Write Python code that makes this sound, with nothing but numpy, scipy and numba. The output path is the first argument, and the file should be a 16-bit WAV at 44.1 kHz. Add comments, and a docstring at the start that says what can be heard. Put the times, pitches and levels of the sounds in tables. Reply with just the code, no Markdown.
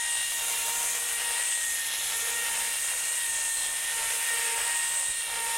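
"""On a frozen lake, close by: a two-stroke chainsaw at full throttle works a slot in thick ice.
Drive links whine on the six-tooth sprocket, cutters chip the ice and growl with each push,
chain and chips hiss along the bar, and the exhaust buzzes underneath. A light wind rumbles.
Snow swallows all reverberation; only the ice sheet returns one short reflection."""
import sys
import numpy as np
from scipy import signal
from scipy.fft import rfft, irfft, next_fast_len
from scipy.io import wavfile
from scipy.ndimage import uniform_filter1d, map_coordinates
from numba import njit

SR = 44100
rng = np.random.default_rng(int(sys.argv[2]) if len(sys.argv) > 2 else 0)


def unload_wav(signal):
    """Save mono or channel-first audio to the path in sys.argv[1] as 16-bit WAV at rate SR, clipped to [-1, 1]."""
    wavfile.write(
        sys.argv[1],
        SR,
        np.round(np.clip(np.atleast_2d(signal).T, -1, 1) * 32767).astype(np.int16),
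    )


N = 245637
SPROCKET_TEETH, CHAIN_LINKS = 6, 84


def undb(db):
    """Decibels to gain."""
    return 10 ** (np.asarray(db) / 20)


def curves(table):
    """Each column after the time column, interpolated per sample."""
    time_s, *columns = np.transpose(table)
    return [np.interp(np.arange(N) / SR, time_s, column) for column in columns]


def stretch(db, factor):
    """Scale a level curve's swing about its mean."""
    return db.mean() + factor * (db - db.mean())


def unit(x):
    """Scale to rms 1."""
    return x / np.sqrt(np.mean(x ** 2))


def noise():
    """White noise."""
    return rng.standard_normal(N)


def walk(hz):
    """Random levels held 1 / hz s and smoothed twice; rms 1."""
    hold = max(int(SR / hz), 1)
    steps = np.repeat(rng.standard_normal(N // hold + 1), hold)
    return unit(uniform_filter1d(uniform_filter1d(steps, hold), hold)[:N])


def colour(x, points):
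    """Minimum-phase filter through (freq_hz, gain_db) points; output rms 1."""
    size = next_fast_len(N + SR // 4, True) // 2 * 2
    hz, db = np.transpose(points)
    log_hz = np.log(np.arange(size // 2 + 1) * SR / size + 1)
    cepstrum = irfft(np.log(undb(np.interp(log_hz, np.log(hz), db))))
    cepstrum[1:size // 2] *= 2
    cepstrum[size // 2 + 1:] = 0
    return unit(irfft(rfft(x, size) * np.exp(rfft(cepstrum)))[:N])


@njit
def resonance(x, centre_hz, width_hz):
    """State-variable band-pass with a moving centre."""
    out, band_state, low_state = np.empty(len(x)), 0., 0.
    for i in range(len(x)):
        g, damping = np.tan(np.pi * centre_hz[i] / SR), width_hz / centre_hz[i]
        band = (band_state + g * (x[i] - low_state)) / (1 + g * (g + damping))
        band_state, low_state = 2 * band - band_state, low_state + 2 * g * band
        out[i] = damping * band
    return out


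def clicks(phase, pattern, scatter_db, jitter_cycles):
    """One click per cycle, sized by a repeating pattern; size and timing scatter."""
    cycle = np.arange(1, int(phase[-1]))
    chance = rng.standard_normal((len(cycle), 2))
    at = np.interp(cycle + jitter_cycles * chance[:, 0], phase, np.arange(N))
    size = pattern[cycle % len(pattern)] * undb(scatter_db * chance[:, 1])
    i = at.astype(int)
    return (np.bincount(i, size * (1 - at + i), N + 1) + np.bincount(i + 1, size * (at - i), N + 1))[:N]


# Wind spectrum: freq_hz, gain_db
WIND_SPECTRUM = [(15, -5), (30, 0.5), (60, -2.5), (120, -7.5), (250, -14.5), (500, -12), (2000, -47)]

def wind():
    """Light wind: a low, uneven rumble, partly different left and right."""
    common = colour(noise(), WIND_SPECTRUM)
    sides = np.array([common + 0.48 * colour(noise(), WIND_SPECTRUM) for _ in range(2)])
    return sides * undb(-63 + 0.73 * walk(12) + 2.8 * walk(35) + np.array([[1.1], [-1.1]]))


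# Muffler response: freq_hz, gain_db
MUFFLER = [(60, -8), (154, -11), (310, -7), (460, -13), (620, -0.5), (800, 2), (1100, 5), (1500, -4.5),
           (2200, -2.5), (3300, 0.5), (6000, -13)]

def exhaust(turns):
    """One firing per turn, alternately strong and weak, through the muffler."""
    firings = clicks(turns, undb([0, -4.5]), scatter_db=2.0, jitter_cycles=0.012)
    return colour(firings, MUFFLER) * undb(-51.5 + 3.2 * walk(4.3))


# Pushes of the bar into the ice: start_s, length_s, pressure_frac, lean_frac
BAR_PUSHES = [(0.303, 1.1, 0.73, .7), (1.997, 0.47, 0.94, 0.9), (2.36, .34, .55, 1),
              (2.706, 0.39, 0.36, 0.5), (3.841, 0.33, 0.84, 0.57), (4.16, 0.48, 1, .75),
              (5.21, .43, 0.92, 0.74)]

def pushes(attack_s=0.15, release_s=0.12):
    """Pressure on the ice and lean on the slot wall, 0-1: each push builds, holds and lets go."""
    t, out = np.arange(N) / SR, 0
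    for start_s, length_s, pressure, lean in BAR_PUSHES:
        rise, fall = (t - start_s) / attack_s, 1 - (t - start_s - length_s) / release_s
        envelope = np.clip(np.minimum(rise, fall), 0, 1)
        out = np.maximum(out, np.outer([pressure, lean], envelope))
    return out


def lean_hum(turns, lean):
    """Left and right cutters alternate, so a leaning bar hums at about one cycle per four links."""
    phase = turns * SPROCKET_TEETH / 4 * .988 + .08 * walk(30)
    return np.sqrt(2) * np.sin(2 * np.pi * phase) * undb(-86 + 21.5 * lean + 2.0 * walk(20))


# Growl partials: cutter_rate_multiple, offset_db, pressure_swing_frac, blur_cycles
GROWL_TONES = [(.97, -5.5, 0.88, 0.27), (1.022, -2, 0.9, 0.1), (1.53, -18, 0.46, 0.32),
               (2.49, -2.5, 0.4, 0.28), (3, 4, 0.58, 0.4), (5, 11, 0.27, 0.48), (7, -10, 0.4, 0.36)]

def growl(turns, pressure):
    """Cutters hammer at half the link rate; their uneven spacing splits the tone."""
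    cutter_phase = turns * SPROCKET_TEETH / 2
    level_db, out = -73 + 25 * pressure, 0
    for multiple, offset_db, swing, blur_cycles in GROWL_TONES:
        tone = np.sqrt(2) * np.sin(2 * np.pi * (multiple * cutter_phase + blur_cycles * walk(45)))
        out = out + tone * undb(stretch(level_db, swing) + offset_db + 2 * walk(50))
    return out


# Bending modes of the steel bar: freq_hz, width_hz, relative_db
BENDING_MODES = [(2600, 70, -56.5), (3114, 71, -52.5), (3380, 160, -49), (3680, 97, -51.5), (4154, 93, -54),
                 (4980, 64, -59), (5560, 140, -62), (6500, 150, -55), (7020, 140, -48)]

def bar_modes():
    """The scraping chain rings the bar's modes; each comes and goes as the ice grips another spot."""
    scrape, out = noise(), 0
    for freq_hz, width_hz, db in BENDING_MODES:
        centre_hz = freq_hz * (1 + 0.0076 * walk(4.07))
        mode = unit(resonance(scrape, centre_hz, float(width_hz)))
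        out = out + mode * undb(db - 3.0 + 3.0 * walk(6))
    return out


# Chain sliding in the bar: time_s, base_db, centre_hz
SLIDE_RING = [(0.0, -34.5, 9000), (0.14, -32, 8600), (0.37, -37.5, 8800), (0.99, -35.5, 8600),
              (1.29, -33.5, 8850), (1.52, -30.5, 8435), (1.91, -43.5, 8670), (2.59, -34, 8750),
              (3.57, -32.5, 8470), (3.86, -35.5, 8806), (5.0, -30.5, 8363), (5.2, -34, 8600),
              (5.26, -37.5, 8926), (5.52, -34.5, 8670), (5.57, -36, 8630)]

def bar_ring():
    """The sliding chain rings the bar high up; slot depth shifts the pitch, packed slush damps it."""
    base_db, centre_hz = curves(SLIDE_RING)
    ring = noise()
    for _ in range(2):
        ring = resonance(ring, centre_hz, width_hz=2000.0)
    return unit(ring) * undb(stretch(base_db, 1.04) + 0.85 + .5 * walk(30))


# Coarse slush and the chip jet along the bar: time_s, slush_base_db, jet_base_db
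CHIP_LEVELS = [(0.0, -39.5, -47), (0.08, -44.5, -43.5), (0.46, -36.5, -38), (0.93, -35.5, -37.5),
               (1.24, -42.5, -40), (1.47, -40, -46), (1.75, -36.5, -35.5), (1.84, -43.5, -37),
               (2.14, -37, -35.5), (2.7, -40.5, -39), (3.07, -37.5, -41.5), (3.24, -44, -39),
               (3.35, -35.5, -41), (3.72, -42, -41), (4.03, -39, -37), (5.12, -45, -48), (5.14, -48, -45),
               (5.57, -45, -38.5)]
# Fine powder blown from the slot: time_s, base_db
POWDER_LEVEL = [(0.0, -59), (0.34, -46), (0.74, -45.5), (1.86, -53), (2.51, -47), (3.99, -53), (4.17, -47),
                (4.98, -49.5), (5.1, -55), (5.49, -51), (5.57, -52)]
# Spectra of the three showers: freq_hz, gain_db
SLUSH_SPECTRUM = [(3500, -32), (4600, -17), (5100, -16.5), (5700, -8), (6400, 2), (7100, 2), (8000, 0.5),
                  (9500, -14.5), (12000, -36)]
JET_SPECTRUM = [(7000, -20.5), (8800, -2.5), (9800, 2.5), (11100, 2), (11800, -3.5), (12800, -8),
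                (14000, -29)]
POWDER_SPECTRUM = [(3000, -12.5), (6000, -1.5), (11000, 5.5), (13000, 1.5), (14000, 2), (15800, -2)]

def chips(turns, grains_per_s=22000, spread_db=1.5):
    """Showers of ice grains in three sizes, pulsing slightly per cutter pair and twice per turn."""
    pulse = 1 + 0.2 * np.cos(np.pi * turns * SPROCKET_TEETH / 2) + 0.14 * np.cos(4 * np.pi * turns)
    slush_db, jet_db = curves(CHIP_LEVELS)
    showers = [(SLUSH_SPECTRUM, slush_db + 0.22),
               (JET_SPECTRUM, stretch(jet_db, 1.12) + .5),
               (POWDER_SPECTRUM, curves(POWDER_LEVEL)[0] + 7.7)]
    out = 0
    for spectrum, level_db in showers:
        grains = noise() * (rng.random(N) < grains_per_s / SR) * undb(spread_db * noise())
        out = out + colour(pulse * grains, spectrum) * undb(level_db + 1.1 * walk(55))
    return out


# Crumbling ice and slack chain: time_s, base_db
RASP_LEVEL = [(0.0, -44.5), (0.57, -41.5), (0.6, -43), (1.02, -44), (1.23, -41.5), (1.6, -44.5),
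              (2.68, -40.5), (2.73, -41.5), (3.07, -41), (3.46, -46), (4.48, -37.5), (4.98, -43.5),
              (5.12, -45), (5.55, -40), (5.57, -47)]
RATTLE_LEVEL = [(0.0, -40), (0.06, -40), (1.35, -42.5), (1.58, -44.5), (1.99, -37.5), (2.26, -41.5),
                (2.34, -41), (3.47, -45.5), (3.63, -37.5), (3.74, -42.5), (4.1, -40.5), (4.65, -44.5),
                (5.57, -41)]
# Spectra of cutter strike, crumbling ice and slack chain: freq_hz, gain_db
KNOCK_SPECTRUM = [(200, -33.5), (360, -17), (440, -14.5), (520, 1), (640, 0.5), (820, 1.5), (1020, -1),
                  (1450, -1.5), (2000, -19), (4000, -40.5)]
RASP_SPECTRUM = [(300, -41), (520, -17), (800, -12.5), (1200, -12.5), (1700, 0.5), (1950, 3), (2300, -1.5),
                 (2800, 3), (3500, -11.5), (4400, -8.5), (5200, -5.5), (6000, -12), (8000, -21),
                 (15000, -33)]
RATTLE_SPECTRUM = [(1000, -24.5), (2500, -16), (3200, 5.5), (3800, 2.5), (4200, 1.5), (4600, -13),
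                   (5200, -2.5), (6500, -3), (9000, -21)]

def cutters(turns, pressure):
    """Every second link carries a cutter; some bite deeper, in a pattern repeating each chain lap."""
    grip_db = 1.04 * walk(35)  # the ice gives way unevenly
    cutter_phase = turns * SPROCKET_TEETH / 2
    depth = rng.standard_normal(CHAIN_LINKS // 2)
    strikes = clicks(cutter_phase + .25 * walk(40), undb(3.8 * depth), scatter_db=1.5, jitter_cycles=.24)
    knock = colour(strikes, KNOCK_SPECTRUM) * undb(-52 + 6 * pressure + 1.5 * walk(25))
    burst = 1 + 0.39 * np.cos(2 * np.pi * cutter_phase)  # ice crumbles behind each cutter
    bite = undb(depth[cutter_phase.astype(int) % len(depth)]) * burst
    rasp_db = curves(RASP_LEVEL)[0] + 3
    rasp = colour(bite * noise(), RASP_SPECTRUM) * undb(rasp_db + 0.75 * walk(35))
    rattle_db = stretch(curves(RATTLE_LEVEL)[0], 1.22) - 0.35
    rattle = colour(bite * noise(), RATTLE_SPECTRUM) * undb(rattle_db + 0.99 * walk(35))
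    return (knock + rasp + rattle) * undb(grip_db)


# Sprocket whine, partials 1 to 3: time_s, base_db
WHINE_FIRST = [(0.0, -46), (0.31, -55), (0.4, -49), (0.73, -42.5), (1.12, -55.5), (1.29, -46.5),
               (1.68, -57.5), (2.65, -44), (2.76, -60), (3.35, -48.5), (3.86, -54.5), (4.11, -42.5),
               (4.14, -49.5), (4.5, -43.5), (5.04, -49), (5.15, -62), (5.38, -42), (5.57, -40)]
WHINE_SECOND = [(0.0, -37), (0.37, -41), (0.42, -54), (0.78, -44.5), (0.84, -52), (0.87, -44.5),
                (1.29, -39.5), (1.33, -52), (1.38, -40.5), (1.44, -43.5), (1.64, -37.5), (1.95, -44),
                (2.0, -40.5), (2.08, -56), (2.15, -39.5), (2.2, -43), (2.42, -38.5), (2.59, -46.5),
                (3.15, -42), (3.21, -39), (3.83, -43), (3.88, -38), (4.17, -44.5), (4.3, -37), (4.62, -42),
                (4.7, -38), (5.26, -43), (5.57, -41)]
WHINE_THIRD = [(0.0, -48), (0.2, -38), (0.33, -46), (0.4, -39.5), (0.79, -46.5), (0.9, -59), (1.19, -44),
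               (1.83, -53), (1.99, -43.5), (2.09, -59), (2.44, -45), (3.18, -46), (3.27, -52.5),
               (4.67, -44.5), (4.87, -47), (5.57, -47)]
# Upper partials, following the third's curve: link_rate_multiple, offset_db
WHINE_UPPER = [(4, -8), (5, -21), (6, -26)]

def whine(turns, pressure, shiver_db=1.2):
    """Links seat on the sprocket; chain slack makes the tone shiver, and each firing tugs at it."""
    link_phase = SPROCKET_TEETH * turns + .012 * walk(90) + .02 * walk(15)
    link_phase += .009 * np.sin(2 * np.pi * turns)
    # Under pressure the chain snatches and the tone stutters.
    link_phase += 0.024 * pressure * walk(30)
    stutter_db = .5 + 1.5 * pressure
    upper_db = stretch(curves(WHINE_THIRD)[0], 1.26)
    partials = [(1, stretch(curves(WHINE_FIRST)[0], 1.15) + .2),
                (2, stretch(curves(WHINE_SECOND)[0], 1.2) + 0.18),
                (3, upper_db - 1.4)]
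    partials += [(multiple, upper_db + offset_db) for multiple, offset_db in WHINE_UPPER]
    out = 0
    for multiple, level_db in partials:
        gain = undb(level_db + shiver_db * walk(60) + stutter_db * walk(25.03))
        out = out + gain * np.sin(2 * np.pi * multiple * link_phase)
    return np.sqrt(2) * out


def ice_reflection(x, strength=.25):
    """The ice sheet mirrors the sound; the short delay sweeps as the saw is lifted and lowered."""
    delay_s = .0024 + 0.000253 * walk(2.5)
    mirrored = map_coordinates(x, [np.arange(N) - delay_s * SR], order=3)
    return (x + strength * mirrored) / np.hypot(1, strength)


# Sideways swing of the saw: time_s, left_minus_right_db
SAW_SWING = [(0.0, 3), (0.42, -0.5), (1.02, 1), (1.41, 3), (1.81, -0.5), (3.19, 0), (3.72, -0.5),
             (3.89, -1.5), (4.75, 0), (5.29, -2.5), (5.57, -1.5)]
# Balance per band: centre_hz, steady_left_minus_right_db, swing_frac
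BAND_BALANCE = [(200, 0.5, 0.09), (600, 1.9, 0.65), (1030, 0.6, 0.56), (1430, 0, 0.24), (1890, 1.1, 0.64),
                (2440, 0, 0.04), (3500, 0.1, 0.08), (4750, 1.6, 1.0), (6360, 0, 0.64), (8700, 0, 0.75),
                (11500, -0.4, 0.75), (13900, 0, 0.3)]

def pan(x):
    """The saw swings left and right with the strokes; the balance moves more in some bands."""
    swing_db, = curves(SAW_SWING)
    spectrum, log_hz = rfft(x), np.log(np.arange(N // 2 + 1) * SR / N + 1)
    log_centres, out = np.log(np.array(BAND_BALANCE)[:, 0]), 0
    for weights, (_, steady_db, share) in zip(np.eye(len(BAND_BALANCE)), BAND_BALANCE):
        band = irfft(spectrum * np.interp(log_hz, log_centres, weights), N)
        out = out + band * undb(np.array([[.5], [-.5]]) * (steady_db + share * swing_db))
    return out


# Crankshaft speed under changing load: time_s, speed_hz
ENGINE_SPEED = [(0.0, 157), (0.37, 156), (0.45, 152.9), (0.48, 155.4), (0.65, 153.5), (0.84, 157.1),
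                (1.26, 156.4), (1.33, 154.1), (1.41, 159.5), (1.86, 152.5), (2.02, 154.1), (2.09, 151.6),
                (2.37, 155.9), (2.5, 154), (3.09, 155.7), (3.18, 159.0), (3.3, 152.8), (3.77, 151.9),
                (3.86, 153.4), (4.1, 151.6), (4.14, 154.5), (4.19, 151.4), (4.24, 154.5), (4.59, 153.3),
                (4.65, 155.8), (5.55, 153.2), (5.57, 152)]

def scene():
    """One crankshaft times the exhaust and chain; the saw is panned over the wind."""
    turns = np.cumsum(curves(ENGINE_SPEED)[0]) / SR
    pressure, lean = pushes()
    cutting = ice_reflection(cutters(turns, pressure) + bar_ring() + bar_modes() + chips(turns))
    tones = exhaust(turns) + whine(turns, pressure) + growl(turns, pressure) + lean_hum(turns, lean)
    return pan(tones + cutting) + wind()


def record(dry):
    """Steep low-pass at 15.8 kHz."""
    return signal.sosfilt(signal.ellip(10, .2, 80, 15800, fs=SR, output="sos"), dry)


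dry = scene()
out = record(dry)
unload_wav(out)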